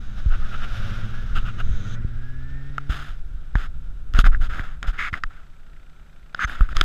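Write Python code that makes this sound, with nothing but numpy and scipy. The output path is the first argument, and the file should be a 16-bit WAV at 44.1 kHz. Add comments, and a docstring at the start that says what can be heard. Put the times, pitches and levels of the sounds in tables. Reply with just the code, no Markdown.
"""Two motorcycles on a mountain road

Two sport motorcycles lean past a small camera and pull away uphill: sums of firing harmonics and shaped noise.
Slow turbulent noise buffets the microphone; gusts, rubs, creaks and clicks excite the resonant plastic case.
Bumps swing the diaphragm, and faint ticks and a whistle of the camera lie over still background noise."""
import sys
import numpy as np
from scipy import signal
from scipy.fft import rfft, irfft
from scipy.io import wavfile
from scipy.ndimage import uniform_filter1d

SR = 44100
rng = np.random.default_rng(int(sys.argv[2]) if len(sys.argv) > 2 else 0)


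def dump(signal):
    """Clip the signal to [-1, 1] and save it as 16-bit WAV at the path in sys.argv[1]."""
    limited = np.clip(np.atleast_2d(signal).T, -1, 1)
    pcm = np.round(limited * 32767).astype(np.int16)
    wavfile.write(sys.argv[1], SR, pcm)


N = 301644
TIME = np.arange(N) / SR  # seconds


def amp(db):
    """Logarithmic level: decibels become an amplitude gain."""
    return 10 ** (np.asarray(db) / 20)


def unit(x):
    """Power normalization: scales a signal to rms 1."""
    return x / np.sqrt(np.mean(x ** 2) + 1e-20)


def read(points, hz):
    """Spectral envelope: levels in dB are joined on a log-frequency axis."""
    point_hz, db = np.transpose(points)
    return np.interp(np.log(hz + 1), np.log(point_hz + 1), db)


def follow(rows):
    """Linear interpolation: each column after the time, at every sample."""
    s, *columns = np.transpose(rows)
    return [np.interp(TIME, s, column) for column in columns]


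def add(mix, s, sound):
    """Superposition: adds a sound to the mix from time s."""
    part = mix[max(round(s * SR), 0):][:len(sound)]
    part += sound[:len(part)]


def noise(colour):
    """Spectral shaping: white noise takes the given envelope, at rms 1."""
    spectrum = rfft(rng.standard_normal(N))
    hz = np.fft.rfftfreq(N, 1 / SR)
    return unit(irfft(spectrum * amp(read(colour, hz)), N))


def wander(hz):
    """Low-pass random drift: noise of rms 1 that weakens steeply above hz."""
    spectrum = rfft(rng.standard_normal(N))
    lowpass = 1 / (1 + (np.fft.rfftfreq(N, 1 / SR) / hz) ** 4)
    return unit(irfft(spectrum * lowpass, N))


# Still background air. Each row: frequency in Hz, relative level in dB.
AIR_COLOUR = [(88, -22), (150, -5.5), (234, -11), (505, -16.5), (687, -17), (1130, -22.5), (1350, -11),
              (2180, -29.5), (2360, -23), (2750, -29), (3090, -29), (6940, -39), (7940, -34.5),
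              (8580, -39.5), (15000, -42)]
AIR_DB = -59.5


def still_air():
    """Stationary ambience: steady noise with a fixed spectrum."""
    return amp(AIR_DB) * noise(AIR_COLOUR)


TICK_HZ, TICK_START_S = 30.15, 5.4655


def camera():
    """Periodic excitation: soft noise bursts swell from 4.6 to 5.4 s and stay there; a thin whistle is steady."""
    tick_s, uneven_db = .003, 1.5
    tick_db = np.interp(TIME, [4.6, 5.4], [-73, -65.5])
    age = (TIME - TICK_START_S + tick_s / 2) % (1 / TICK_HZ)
    colour = [(300, -20), (700, -7), (1050, -14), (1400, 0), (1750, -7), (2050, -3),
              (3200, -11), (7000, -28), (15000, -44)]  # (Hz, dB)
    burst = age * np.exp(-age / tick_s)
    ticks = unit(noise(colour) * burst * amp(uneven_db * wander(45)))
    whistle = np.sqrt(2) * amp(-84) * np.sin(2 * np.pi * 7672 * TIME)
    return amp(tick_db) * ticks + whistle


# Wind on the microphone. 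Each row: time in seconds, level in dB before the trim and the gust lift.
WIND_LEVELS = [(0, -22.5), (.4, -14.5), (.55, -18), (1.15, -19.5), (1.55, -22.5), (1.73, -9), (1.83, -21.5),
               (2.15, -19), (2.95, -25), (3.15, -22), (4.08, -22.5), (4.4, -10.5), (4.55, -20.5),
               (5.28, -28), (5.4, -32.5), (6.34, -38), (6.7, -16)]
# Spectrum of the eddies. Each row: frequency in Hz, relative level in dB.
WIND_COLOUR = [(5, 11.5), (14, 10.5), (28, 0), (45, -3.5), (70, -12), (110, -20.5), (200, -38.5),
               (350, -43), (700, -71), (1500, -86.5)]
GUST_LIFT_DB, GUST_LIFT_S = 11.5, 0.056  # swell around the strongest gust, and its half-width


def wind(trim_db=-2):
    """Turbulent pressure: slow swings at the microphone port swell around each gust."""
    eddies = noise(WIND_COLOUR)
    eddies = eddies / np.sqrt(uniform_filter1d(eddies ** 2, size=5000) + 0.025)  # evens the loudness
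    strongest_db = max(row[2] for row in GUST_STROKES)
    gusting = np.zeros(N)
    for start, end, first_db, *_ in GUST_STROKES:
        middle = (start + end) / 2
        gusting += amp(first_db - strongest_db) * np.exp(-((TIME - middle) / GUST_LIFT_S) ** 2)
    return amp(follow(WIND_LEVELS)[0] + trim_db + GUST_LIFT_DB * gusting) * eddies


# Response of the case to friction and taps. Each row: frequency in Hz, relative level in dB.
CASE_RESPONSE = [(150, -8), (500, -20.5), (730, -15), (930, -18.5), (1280, 0), (1750, -3.5), (2300, -11),
                 (2800, -10), (3600, -9.5), (4300, -21.5), (5100, -18), (5750, -29), (6500, -22.5),
                 (8800, -32.5), (14500, -30)]


def case_ring(cavity_hz, cavity_db, body_db, treble_db, fizz_db, width_hz=220, size=1024):
    """Minimum-phase resonance: a causal case response whose cavity peak and brightness follow the grip."""
    hz = abs(np.fft.fftfreq(size, 1 / SR))
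    db = read(CASE_RESPONSE, hz) + cavity_db / (1 + ((hz - cavity_hz) / width_hz) ** 2)
    tilt = [(750, body_db), (1200, 0), (2100, 0.0065), (3200, treble_db), (6500, treble_db),
            (10000, fizz_db), (15000, fizz_db - 6.0)]  # (Hz, dB)
    db += read(tilt, hz)
    minimum_phase = np.exp(np.conj(signal.hilbert(np.log(amp(db)))))
    return np.fft.ifft(minimum_phase).real[:size // 2]


BODY_PER_BRIGHT, FIZZ_PER_BRIGHT = 0.05, 1.25  # shares of the treble lift, dB per dB


def touched(grip, bright_db):
    """Contact stiffness: a harder contact rings the case more brightly."""
    cavity_hz, cavity_db, body_db, treble_db, fizz_db = grip
    body_db = body_db + BODY_PER_BRIGHT * bright_db
    fizz_db = fizz_db + FIZZ_PER_BRIGHT * bright_db
    return case_ring(cavity_hz, cavity_db, body_db, treble_db + bright_db, fizz_db)


def friction(rows, grip, attack_s, softness, trim_db, grain_db, slip_db, slip_hz):
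    """Granular friction: tiny impacts bunched into uneven slips ring the case; longer strokes end more softly."""
    slips = slip_db * np.tanh(wander(slip_hz))
    grains = rng.standard_normal(N) * amp(grain_db * wander(2000) + slips)
    out = np.zeros(N)
    for start, end, first_db, last_db, bright_db in rows:
        release_s = softness * (end - start)
        t = TIME[(TIME > start - attack_s) & (TIME < end + release_s)]
        if len(t):
            edges = np.minimum((t - start) / attack_s, (end - t) / release_s)
            gate = np.clip(edges / 2 + .5, 0, 1)
            drive = grains[round(t[0] * SR):][:len(t)]
            stroke = signal.fftconvolve(drive, touched(grip, bright_db))[:len(t)]
            level = amp(np.interp(t, [start, end], [first_db, last_db]))
            add(out, t[0], unit(stroke) * gate * level)
    return amp(trim_db) * out


# Gusts over the case. 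Each row: start and end in seconds, first and last level in dB before the trim,
# brightness in dB.
GUST_STROKES = [(0.313, 0.361, -33, -36.5, -7), (0.406, 0.48, -43, -41.5, -13),
                (0.521, 0.564, -36.5, -35, -6.5), (0.603, 0.65, -44, -31, -2.5),
                (1.362, 1.408, -24.5, -43, 2), (1.455, 1.505, -35.5, -35.5, -2),
                (1.591, 1.617, -31.5, -33.5, -3.5)]
# How gusts colour the case. The values: cavity in Hz, then cavity, body, treble and fizz in dB.
GUST_GRIP = (1346, 14.3, 11.3, 2.6, 2)
PORT_HZ, PORT_Q, PORT_DB = 2800, 8.2, 9  # resonance of the microphone port


def gusts():
    """Flow-excited resonance: gusts hiss over the case and blow across the microphone port."""
    hiss = friction(GUST_STROKES, GUST_GRIP, attack_s=0.015, softness=0.23, trim_db=-1.0,
                    grain_db=-3, slip_db=2.0, slip_hz=90)
    port = signal.lfilter(*signal.iirpeak(PORT_HZ, PORT_Q, fs=SR), hiss)
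    return hiss + amp(PORT_DB) * port


# Fingers sliding on the case. Each row: start and end in seconds, first and last level in dB before the trim,
# brightness in dB.
RUB_STROKES = [(2.896, 3.14, -29.5, -43.5, 3.5), (3.556, 3.661, -36, -35, 1),
               (4.146, 4.188, -30.5, -26, -0.5), (4.187, 4.22, -23.5, -28, 8.5),
               (4.243, 4.272, -28, -16, -2), (4.272, 4.295, -40, -36, -6), (4.319, 4.366, -33, -37, -5.5),
               (4.41, 4.472, -34, -35, 3), (4.495, 4.62, -32.5, -31, -2), (4.635, 4.77, -36.5, -49.5, -1.5),
               (4.835, 4.872, -31.5, -38, -8), (4.872, 4.918, -28, -41.5, 3.5),
               (4.932, 4.985, -35.5, -42, -2.5), (5.147, 5.19, -31, -37, -3),
               (5.3, 5.44, -47.5, -51.5, -2.5), (6.36, 6.392, -45, -40.5, 0), (6.472, 6.55, -35, -31.5, 2),
               (6.55, 6.665, -37.5, -38, -1), (6.689, 6.735, -45, -38, 1), (6.75, 6.842, -33, -31.5, 2.5)]
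# How fingers colour the case. The values: cavity in Hz, then cavity, body, treble and fizz in dB.
RUB_GRIP = (1451, 6, 7.5, -1.5, -3.5)


def rubs():
    """Sliding friction: fingers rub the plastic in short granular strokes."""
    return friction(RUB_STROKES, RUB_GRIP, attack_s=0.0061, softness=0.22, trim_db=-3.5,
                    grain_db=2.5, slip_db=2.0, slip_hz=160)


# Plastic creaking under a tight grip. Each row: start and end in seconds, first and last drive level in dB
# before the trim, cavity in Hz, shell ring in dB relative to the case response.
CREAK_STROKES = [(4.972, 5.106, -24.5, -31, 2200, -40), (5.127, 5.148, -28, -29, 2200, -46),
                 (6.387, 6.458, -30, -14, 1605, -26)]
# How a creak colours the case. The values: cavity, body, treble and fizz in dB.
CREAK_GRIP = (9, -6, -8.5, -14)
SLIPS_PER_S, SHELL_HZ, SHELL_WIDTH_HZ = 270, 6300, 150  # mean slip rate; high mode of the shell


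def creaks(trim_db=0.5, uneven=0.56, sliding=0.76, slip_length=0.43, softness=0.39):
    """Stick-slip: quick uneven jerks of the plastic ring the cavity and one high mode of the shell."""
    turns = np.cumsum(SLIPS_PER_S * (1 + uneven * wander(150))) / SR
    jerks = rng.standard_normal(N) * (sliding + np.exp(-(turns % 1) / slip_length))
    band_hz = SHELL_HZ + SHELL_WIDTH_HZ * np.array([-.5, .5])
    shell = signal.butter(2, band_hz, "bandpass", fs=SR)
    out = np.zeros(N)
    for start, end, first_db, last_db, cavity_hz, ring_db in CREAK_STROKES:
        drive = unit(jerks[round(start * SR):round(end * SR)])
        level = amp(np.linspace(first_db, last_db, len(drive)))
        drive = drive * signal.windows.tukey(len(drive), softness) * level
        case = case_ring(cavity_hz, *CREAK_GRIP)
        ring = signal.lfilter(*shell, signal.unit_impulse(len(case)))
        response = case / np.linalg.norm(case) + amp(ring_db) * ring / np.linalg.norm(ring)
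        add(out, start, signal.fftconvolve(drive, response))
    return amp(trim_db) * out


# Plastic snapping and being tapped. Each row: time in seconds, peak level in dB, cavity in Hz, then body,
# treble and fizz in dB.
CLICK_EVENTS = [(2.7814, -12.5, 1440, 0.5, -10, -14), (3.5544, -10, 870, 4.5, -16, -22),
                (4.1381, -21.5, 1254, 12, 10, 10), (4.149, -18.5, 1320, 10, 0, -4),
                (4.19, -6.5, 1200, -12, -1, -9), (4.2428, -11.5, 1450, 10, -17, -18),
                (4.3473, -15.5, 1630, 4, -24, -21), (4.5947, -15.5, 1570, 13.5, -15, -9),
                (4.829, -15.5, 1350, 6, 6, -6), (5.1397, -11, 2020, -22, -17, -26),
                (5.2366, -11, 1620, -10.5, -4, -19.5), (6.3469, -14.5, 1450, 5.5, 2, -26),
                (6.392, -14.5, 1250, 5, -26, -23), (6.496, -20, 1560, -4, -20, -8),
                (6.6087, -16, 1218, 6, -11.5, -4), (6.6901, -23.5, 1360, 8, -12, -9),
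                (6.7283, -23, 1480, 19, -12, -15), (6.7682, -7.5, 1230, -4, 6.5, -2),
                (6.812, 1, 1360, 4.5, 5.5, -10), (6.815, -10.5, 1470, 12, -3, -4)]
CLICK_CAVITY_DB = 9.5


def clicks(chatter=0.33, chatter_s=0.0012):
    """Impulse response: one sharp snap and a millisecond of chatter ring the case."""
    out, t = np.zeros(N), np.arange(512) / SR
    for s, peak_db, cavity_hz, *colour in CLICK_EVENTS:
        blow = (t == 0) + chatter * rng.standard_normal(len(t)) * np.exp(-t / chatter_s)
        snap = signal.fftconvolve(blow, case_ring(cavity_hz, CLICK_CAVITY_DB, *colour))
        add(out, s, amp(peak_db) * snap / abs(snap).max())
    return out


# Bumps that push air on the diaphragm. Each row: time in seconds, push in dB before its envelope,
# initial swing rate in Hz, thud peak in dB.
BUMP_EVENTS = [(0.26, -7.5, 82, -24), (0.275, -10, 37.2, -52), (2.047, -18.5, 96, -17),
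               (2.896, -11.5, 64.5, -17.5), (3.554, -6, 49, -9), (4.143, -4, 36, -37),
               (4.188, -1, 42.5, -7), (4.239, -2, 34.7, -22), (4.27, -4, 25.6, -37),
               (4.597, -26, 63.5, -18), (4.879, -9, 39.4, -45), (5.128, -40, 90, -21),
               (5.242, -17.5, 25.8, -32), (6.446, -15, 60.5, -26), (6.608, -.5, 42, -15),
               (6.763, -8, 25, -40), (6.812, -16.5, 40, -35)]
THUD_S = 0.0034


def bumps(cycles=1.0, sag=0.41):
    """Damped oscillation: a dull thud and a push of air swing the diaphragm, slowing as it settles."""
    out, t = np.zeros(N), np.arange(SR // 4) / SR
    u = 2 * t / THUD_S
    thud = u ** 2 * (1 - u / 3) * np.exp(-u)
    for s, push_db, hz, thud_db in BUMP_EVENTS:
        swings = np.log1p(sag * hz * t) / sag  # cycles elapsed, ever more slowly
        envelope = np.exp(-(swings / cycles) ** 2) * (1 - np.exp(-t / THUD_S))
        push = np.sin(2 * np.pi * swings) * envelope
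        add(out, s, amp(push_db) * push + amp(thud_db) * thud / thud.max())
    return out


PULL_START_S, PULL_END_S, THROTTLE_S = 2.0, 3.15, 0.14  # pull uphill, and length of each transition


def throttle():
    """Control ramps: how far the rider has opened up, and how far the bike has gone round the hill, 0 to 1."""
    return [np.clip((TIME - s) / THROTTLE_S + .5, 0, 1) for s in (PULL_START_S, PULL_END_S)]


# Spectrum of the tyre and intake noise. Each row: frequency in Hz, relative level in dB.
RUSH_COLOUR = [(180, -27), (300, -21), (331, -12), (377, -42), (532, -5), (801, -5), (959, -12.5),
               (1440, 7), (1970, -9), (3730, -7), (4250, -16.5), (5350, -15), (7920, -29.5), (13600, -33.5),
               (15000, -63)]
# A thin sizzle behind the bikes that stops short. Each row: time in seconds, level in dB.
SIZZLE_LEVELS = [(1.5, -64), (1.7, -56.5), (1.85, -53.5), (1.95, -50), (1.965, -77)]
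# Spectrum of the sizzle. Each row: frequency in Hz, relative level in dB.
SIZZLE_COLOUR = [(2000, -29), (3000, 1.5), (3800, 7.5), (4400, -10), (5500, -12), (6300, 3), (7300, -11),
                 (9000, -29), (15000, -51)]
# Level at the closest point, its time, and the time to travel that distance.
RUSH_DB, CLOSEST_S, PASSING_S = -40.5, .8, 0.2


def rush(throb=0.042, flicker_db=1.5, second_bike_db=2, pull_db_per_s=5):
    """Inverse-distance law: tyre and intake noise fades with range, builds in the pull, swells with the sizzle."""
    firing = np.cos(2 * np.pi * np.cumsum(follow(NEAR_BIKE)[0]) / SR)
    sizzle = amp(follow(SIZZLE_LEVELS)[0])
    pulling, gone = throttle()
    pull_db = pull_db_per_s * (TIME - PULL_START_S) * (pulling - gone)
    passing = amp(RUSH_DB + pull_db) / np.hypot(1, (TIME - CLOSEST_S) / PASSING_S)
    level = np.hypot(passing, amp(second_bike_db) * sizzle)  # the powers add
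    tyres = level * amp(flicker_db * wander(30)) * noise(RUSH_COLOUR)
    return (1 + throb * firing) * (tyres + sizzle * noise(SIZZLE_COLOUR))


# Gear whine, one list per whine. Each row: time in seconds, frequency in Hz, level in dB.
GEAR_WHINES = [
    [(1.1, 1603, -56), (1.2, 1695, -47.5), (1.3, 1781, -84), (1.36, 1720, -60)],
    [(2.1, 1608, -67), (2.25, 1648, -51), (2.4, 1718, -55), (2.58, 1796, -53), (2.68, 1804, -57),
     (2.78, 1930, -64)],
]


def gears():
    """Gear-mesh tone: random frequency modulation makes each gliding whine fuzzy."""
    jitter, flutter_hz = .014, 90
    out = np.zeros(N)
    for rows in GEAR_WHINES:
        hz, db = follow(rows)
        sounding = (TIME > rows[0][0]) & (TIME < rows[-1][0])
        turns = np.cumsum(hz * (1 + jitter * wander(flutter_hz))) / SR
        out += sounding * np.sqrt(2) * amp(db) * np.sin(2 * np.pi * turns)
    return out


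def clatter(level_db=-50, closest_s=0.88, passing_s=0.16, knock=1.0):
    """Inverse-square weighting: engine block and airbox rattle at each firing, loudest as the bike sweeps by."""
    turns = np.cumsum(follow(NEAR_BIKE)[0]) / SR
    block = noise([(200, -35), (330, 2), (385, -30), (440, 13), (560, 32.5), (660, -18), (820, -10),
                   (1000, -46), (1600, 3), (2300, 20), (3200, 22.5), (6000, -53)])  # (Hz, dB)
    nearness = 1 / (1 + ((TIME - closest_s) / passing_s) ** 2)
    rattle = block * (knock + np.exp(-4 * (turns % 1)))
    return amp(level_db) * nearness * unit(rattle)


def exhaust_roar(relative_db=-5):
    """Turbulent jet noise: gas in the near bike's silencer roars most when it fires roughly."""
    _, db, rough = near_bike()
    colour = [(50, -14), (90, 11.5), (130, 9.0), (165, 13.0), (220, 10.5), (290, -11.0),
              (450, -4.5), (900, -36), (2000, -69)]  # (Hz, dB)
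    return amp(db + relative_db) * rough * noise(colour)


def engine(hz, db, rough, orders, jitter, flutter_hz, lope, far_db=-42, dulling=1.0, count=24):
    """Harmonic series: exhaust orders, duller when faint; uneven firing lopes and shakes pitch and strength."""
    turns = np.cumsum(hz * (1 + jitter * rough * wander(flutter_hz))) / SR
    shakes = [wander(flutter_hz) for _ in range(4)]
    slope_db = dulling * np.minimum(db - far_db, 0)  # per octave
    out = np.zeros(N)
    for k in range(1, count + 1):
        phase, cycle_phase = rng.random(2)
        loping = lope * np.sin(2 * np.pi * (turns / 7 + cycle_phase))  # once in seven firings
        uneven = loping + .7 * shakes[k % len(shakes)]
        order_level = amp(read(orders, k) + slope_db * np.log2(k))
        strength = order_level * (1 + rough * np.sqrt(k) * uneven)
        out += strength * np.sin(2 * np.pi * (k * turns + phase))
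    return np.sqrt(2) * amp(db) * out


# The other bike. Each row: time in seconds, mean firing rate in Hz, level in dB before the orders.
FAR_BIKE = [(0, 98.94, -40.5), (.6, 98, -34), (1.3, 92.5, -42.5), (1.7, 93, -35), (1.95, 98.8, -31),
            (2.4, 100.1, -103)]
# Its exhaust orders. Each row: multiple of the firing rate, relative level in dB.
FAR_ORDERS = [(1, -10.5), (2, -15.5), (3, -27), (5, -36), (9, -46.5)]
ROUGH_FAR = 0.468


def far_engine():
    """Constant irregularity: the other bike fires with one steady degree of roughness."""
    return engine(*follow(FAR_BIKE), ROUGH_FAR, FAR_ORDERS, jitter=0.0169, flutter_hz=8.9, lope=0.51)


# The near bike, Doppler shift included. Each row: time in seconds, mean firing rate in Hz,
# level in dB before the orders.
NEAR_BIKE = [(0, 115.5, -44.5), (.68, 112, -40.5), (.88, 106.9, -31), (1.1, 110.1, -33),
             (1.3, 108.5, -35.5), (1.7, 114.4, -36), (1.95, 113.8, -32.5), (2.3, 126.3, -36),
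             (2.58, 135.1, -34.5), (3.02, 143.3, -38), (3.2, 145.1, -53.5), (3.65, 152, -49),
             (4.05, 142.5, -50), (4.3, 146, -45.5), (4.8, 154.1, -51.5), (5.5, 151, -59.5),
             (6.84, 156.3, -57)]
# It fires unevenly through the bend, cleanly while pulling uphill, and blurs in the distance.
ROUGH_BEND, ROUGH_PULL, ROUGH_DISTANT = 0.66, 0.056, 0.47


def near_bike():
    """Load-dependent combustion: firing rate, level and roughness, which the throttle ramps set."""
    pulling, gone = throttle()
    rough = ROUGH_BEND + (ROUGH_PULL - ROUGH_BEND) * pulling + (ROUGH_DISTANT - ROUGH_PULL) * gone
    return *follow(NEAR_BIKE), rough


# Exhaust orders of the near bike. Each row: multiple of the firing rate, relative level in dB.
NEAR_ORDERS = [(1, -3.5), (2, -17), (3, -27.5), (4, -35), (5, -39), (7, -47), (9, -43.5), (12, -29.5),
               (16, -37), (24, -52)]


def near_engine():
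    """Doppler-shifted harmonics: the near bike's exhaust follows its firing rate and roughness."""
    return engine(*near_bike(), NEAR_ORDERS, jitter=0.0179, flutter_hz=13.7, lope=1.0)


def scene():
    """Linear superposition: bikes, weather, handling and camera noise add at one microphone."""
    weather = wind() + still_air() + gusts()
    handling = rubs() + creaks() + clicks() + bumps()
    bikes = far_engine() + near_engine() + exhaust_roar() + clatter() + gears() + rush()
    opening = np.minimum(TIME / .005, 1)  # brief fade-in
    return (opening * (weather + camera() + handling + bikes))[None]


def record(dry):
    """Transducer limits: the camera blocks steady pressure, rounds off large swings and limits the band."""
    coupled = signal.lfilter(*signal.butter(1, 6, "highpass", fs=SR), dry)
    rounded = coupled / (1 + (coupled / .97) ** 8) ** (1 / 8)
    lowpass = signal.firwin(511, 15300, window=("kaiser", 9), fs=SR)
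    return signal.oaconvolve(rounded, lowpass[None], "same")


dry = scene()
out = record(dry)
dump(out)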